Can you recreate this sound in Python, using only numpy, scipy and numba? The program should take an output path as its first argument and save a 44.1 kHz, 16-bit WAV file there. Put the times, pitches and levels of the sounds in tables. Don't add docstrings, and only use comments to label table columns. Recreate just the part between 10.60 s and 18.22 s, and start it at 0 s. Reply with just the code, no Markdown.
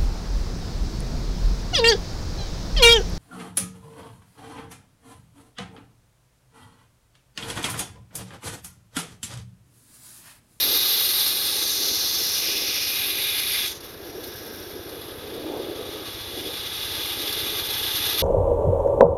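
import sys
import numpy as np
from scipy import signal
from scipy.fft import rfft, irfft, next_fast_len
from scipy.io import wavfile
from scipy.ndimage import uniform_filter1d
from numba import njit

SR = 44100
rng = np.random.default_rng(int(sys.argv[2]) if len(sys.argv) > 2 else 0)


def wrap_up_sound(samples):
    columns = np.atleast_2d(samples).T
    tamed = np.clip(columns, -1, 1)
    steps = np.round(tamed * 32767).astype(np.int16)
    wavfile.write(sys.argv[1], SR, steps)


N = 336042
T = np.arange(N) / SR

# f/Hz, relative level/dB
PRIMING_COLOUR = [(100, -21.5), (500, -19.5), (1400, -12), (2400, -8.5), (3230, -6), (3400, -1),
                  (4300, -0.5), (6200, -8), (7200, -20), (8800, -13.5), (10200, -6), (12200, -4),
                  (13500, -10), (15800, -23.5)]
BURNOUT_S, CATCH_S = 3.067, 4.863


def jet():
    # f/Hz, relative level/dB
    charge_colour = [(100, -21), (500, -16), (1400, -11.5), (2400, -8.5), (3230, -3), (3400, 2.5),
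                     (4300, -4), (6200, -13.5), (7200, -24), (8800, -17.5), (10200, -12), (12000, -8.5),
                     (13500, -16.5), (15800, -34)]
    # f/Hz, width/Hz, lift/dB
    case_rings = [(1630, 150, 11), (5560, 450, 8)]
    # f/Hz, width/Hz, change/dB
    edge_peaks = [(730, 110, -4), (865, 110, 4), (2405, 70, 1.5), (3290, 90, -12), (3380, 55, 4.5),
                  (3535, 60, 6), (3810, 60, 1), (3950, 50, 3.5), (4040, 90, -6), (4470, 80, -7)]
    hollow_at_s, hollow_s = 3.82, 0.55
    handover_s = 1.6
    steady_db, sputter_db, sputter_s, flutter_db_per_s = 0.99, 3, 0.79, 0.33

    gas = rng.standard_normal(N) + undb(-10.5) * crackle(per_s=1500, spread_db=2.5)
    share = np.minimum(since(BURNOUT_S) / handover_s, 1)
    priming = (1 - share) * colour(gas, PRIMING_COLOUR)
    charge = share * colour(gas, charge_colour)
    gas = vent(priming + charge)
    for hz, width_hz, db in case_rings:
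        gas = resonate(gas, hz, width_hz, db * bell(hollow_at_s, hollow_s))
    for hz, width_hz, db in edge_peaks:
        gas = resonate(gas, hz, width_hz, db)
    gas = gas / np.sqrt(uniform_filter1d(gas ** 2, size=4096))
    weak = (T > BURNOUT_S) * np.exp(-since(BURNOUT_S) / sputter_s)
    depth_db = steady_db + sputter_db * weak + flutter_db_per_s * since(CATCH_S)
    unevenness = 0.57 * walk(45) + 0.5 * walk(130)
    return gas * flow() * undb(depth_db * unevenness)


def flow():
    # t/s, relative level/dB
    priming_flow = [(0.0, -21.5), (0.09, -21), (0.69, -21.5), (0.74, -24), (1.49, -24), (2.13, -25.5),
                    (2.88, -24.5), (2.9, -22.5), (3.05, -25)]
    priming_gain_db, collapse_db_per_s = 0.5, 194
    choke_at_s, choke_s, choke_db = 2.845, 0.025, -4
    smoulder_db, kindle_db, kindle_s = -42, -12, 0.19
    flare_at_s, flare_s, flare_db = 3.78, 0.2, 2
    full_s, grow_db_per_s, creep_db_per_s = 6.285, 9, 3.5

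    priming_db = curves(priming_flow)[0] + priming_gain_db
    priming_db = priming_db - collapse_db_per_s * since(BURNOUT_S)
    priming_db = priming_db + choke_db * bell(choke_at_s, choke_s)
    charge_db = smoulder_db + kindle_db * np.exp(-since(BURNOUT_S) / kindle_s)
    charge_db = charge_db + flare_db * bell(flare_at_s, flare_s)
    charge_db = charge_db + grow_db_per_s * (since(CATCH_S) - since(full_s))
    charge_db = charge_db + creep_db_per_s * since(full_s)
    return np.hypot(undb(priming_db), undb(charge_db))


def vent(gas):
    # start t/s, end t/s, start f/Hz, end f/Hz, lift/dB
    vent_glides = [(-.3, 1.8, 3900, 4250, 5.5), (-.3, .9, 12600, 13100, 8), (.35, 1.25, 9000, 9000, 5.5),
                   (.9, 2.42, 6400, 5220, 9), (.9, 2.45, 13000, 14000, 6), (1.7, 3.19, 2650, 2260, 10.5),
                   (2.2, 3.05, 12000, 11000, 6.5), (2.35, 3.2, 3800, 3300, 4), (3.05, 3.22, 7700, 6300, 9),
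                   (3.35, 4.3, 5750, 5550, 3), (3.15, 4.73, 13200, 11000, 6.5), (3.15, 3.7, 1850, 1600, 4),
                   (3.6, 5.66, 1450, 1150, 8.5), (6.2, 15, 12000, 11700, 5)]
    fade_share = 0.13
    width_share, max_width_hz = 0.24, 1740

    for start_s, end_s, start_hz, end_hz, db in vent_glides:
        along = np.clip((T - start_s) / (end_s - start_s), 0, 1)
        hz = start_hz + (end_hz - start_hz) * along
        fade = np.minimum(np.minimum(along, 1 - along) / fade_share, 1)
        width_hz = np.minimum(width_share * hz, max_width_hz)
        gas = resonate(gas, hz, width_hz, db * fade)
    return gas


def spits():
    spit_table = [(0.658, -18, 0.053), (2.787, -22, 0.03), (3.203, -30.5, 0.022), (3.2997, -35, 0.015),
                  (3.635, -23.5, 0.018), (4.039, -38, 0.018), (4.106, -31, 0.018), (4.29, -27.5, 0.016),
                  (4.735, -31.5, 0.028), (6.725, -13, 0.013), (7.351, -16, 0.025), (7.588, -17, 0.065)]
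    push = np.zeros(N)
    for s, db, length_s in spit_table:
        age = since(s)
        swell = 1 - np.exp(-age / 0.003)
        push += undb(db) * swell * np.exp(-2 * age / max(length_s, 0.002))
    return undb(-5.0) * push * colour(rng.standard_normal(N), PRIMING_COLOUR)


def sparks():
    # t/s, relative level/dB
    sizzle = [(3.1, -70), (3.25, -65), (3.58, -65), (3.66, -47), (3.8, -51), (3.95, -46), (4.2, -57),
              (5, -54), (6, -72)]
    bright = [(1000, -6), (3500, -16), (7000, -16.5), (12500, 3), (16000, -11)]  # f/Hz, level/dB
    ticks = colour(crackle(per_s=240, spread_db=3.5), bright)
    return ticks * undb(curves(sizzle)[0])


def echoes(x):
    echo_delays = [.002412, .002572, .00655]
    echo_shares = [.47, .23, .1]
    size = next_fast_len(N + 8192)
    f = np.fft.rfftfreq(size, 1 / SR)
    paths = 1
    for s, share in zip(echo_delays, echo_shares):
        paths = paths + share * np.exp(-2j * np.pi * f * s)
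    logs = rng.standard_normal(N) * (T > 0.004) * np.exp(-T / 0.016)
    scatter = undb(-11) * rfft(logs, size) / np.linalg.norm(logs)
    return irfft(rfft(x, size) * (paths + scatter), size)[:N]


def helicopter(thud_hz=90, thud_s=0.0062, chop=0.09, flicker_db=0.85):
    # f/Hz, relative level/dB
    wash_colour = [(120, -24), (220, -12), (310, -1), (390, -0.5), (490, -2.5), (640, -10), (850, -15),
                   (1200, -41), (2500, -59)]
    rumble_colour = [(30, -14), (95, 3), (200, -15), (600, -54)]  # f/Hz, level/dB
    blade_hz, blade_at_s = 15.583, 6.961
    start_db, approach_db_per_s = -57.5, 1.39
    carry_at_s, carry_s, carry_db = 4.96, 0.075, 12

    turn = (T - blade_at_s) * blade_hz
    age = (turn - np.round(turn)) / blade_hz
    pulse = np.exp(-((age - 0.001) / thud_s) ** 2)
    thuds = unit(np.cos(2 * np.pi * thud_hz * age) * pulse)
    rumble = undb(-5.5) * colour(rng.standard_normal(N), rumble_colour)
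    thud_db = start_db + approach_db_per_s * T + 0.98 * walk(19)

    rush = colour(rng.standard_normal(N), wash_colour)
    rush = unit(resonate(rush, 380 * np.exp(0.12 * walk(9)), 62, 3.75))
    rush = resonate(rush, 1000, 300, carry_db * bell(carry_at_s, carry_s))
    rush = rush * (1 + chop * np.cos(4 * np.pi * turn))
    rush_db = rush_level() + flicker_db * walk(30)
    return (thuds + rumble) * undb(thud_db) + rush * undb(rush_db)


def rush_level():
    rush_swells = [(.11, 0.066, -37), (.97, .09, -43), (1.28, 0.1, -39.5), (1.61, 0.019, -43),
                   (1.971, 0.089, -39), (2.22, 0.096, -50), (2.57, 0.054, -44), (3.42, 0.063, -44),
                   (3.58, 0.099, -38.5), (3.91, 0.11, -41.5), (4.17, 0.067, -40), (4.35, 0.07, -38),
                   (4.54, 0.079, -41), (4.87, 0.14, -32.5), (5.1, 0.15, -33.5), (5.35, 0.25, -40),
                   (5.84, 0.08, -37), (6.4, 0.049, -42), (6.62, 0.069, -38.5), (6.89, 0.17, -38.5),
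                   (7.27, .07, -42.5), (7.58, 0.14, -40)]
    base_db = -45.5
    power = undb(base_db) ** 2
    for s, half_width_s, db in rush_swells:
        power = power + undb(db) ** 2 * bell(s, half_width_s)
    return 10 * np.log10(power)


def air():
    # f/Hz, relative level/dB
    air_colour = [(20, -20), (50, -3), (130, -2.5), (220, -2.5), (700, -5), (1500, -6.5), (4000, -17),
                  (15000, -57)]
    return colour(rng.standard_normal(N), air_colour) * undb(-46.5 + 0.37 * walk(3.14))


def crackle(per_s, spread_db):
    sizes = undb(spread_db * np.minimum(rng.exponential(size=N), 5))
    bursts = rng.random(N) < per_s / SR
    return unit(bursts * sizes * rng.choice([-1, 1], N))


def resonate(x, hz, width_hz, db):
    return x + (undb(db) - 1) * band(x, hz * np.ones(N), width_hz * np.ones(N))


@njit
def band(x, hz, width):
    y, band_state, low_state = np.empty(len(x)), 0., 0.
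    for i in range(len(x)):
        g = np.tan(np.pi * hz[i] / SR)
        damping = width[i] / hz[i]
        v = (band_state + g * (x[i] - low_state)) / (1 + g * (g + damping))
        band_state = 2 * v - band_state
        low_state = low_state + 2 * g * v
        y[i] = damping * v
    return y


def colour(x, points):
    hz, db = np.transpose(points)
    size = next_fast_len(N)
    f = np.maximum(np.fft.rfftfreq(size, 1 / SR), 1)
    gain = undb(np.interp(np.log(f), np.log(hz), db))
    return unit(irfft(rfft(x, size) * gain, size)[:N])


def walk(rate):
    k = max(int(SR / rate), 1)
    steps = np.repeat(rng.standard_normal(N // k + 1), k)
    return unit(uniform_filter1d(steps, k)[:N])


def curves(table):
    s, *columns = np.transpose(table)
    return [np.interp(T, s, c) for c in columns]


def bell(peak_s, half_width_s):
    return np.exp(-((T - peak_s) / half_width_s) ** 2)


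def since(s):
    return np.maximum(T - s, 0)


def unit(x):
    return x / np.sqrt(np.mean(x ** 2))


def undb(db):
    return 10 ** (np.asarray(db) / 20)


def scene():
    bomb = undb(-1.52) * echoes(jet() + spits() + sparks())
    return (bomb + helicopter() + air())[None]


def record(dry):
    notch = signal.butter(4, (7540, 8230), "bandstop", fs=SR, output="sos")
    top = signal.ellip(8, 0.2, 70, 15850, fs=SR, output="sos")
    return signal.sosfilt(top, signal.sosfilt(notch, dry))


dry = scene()
out = record(dry)
wrap_up_sound(out)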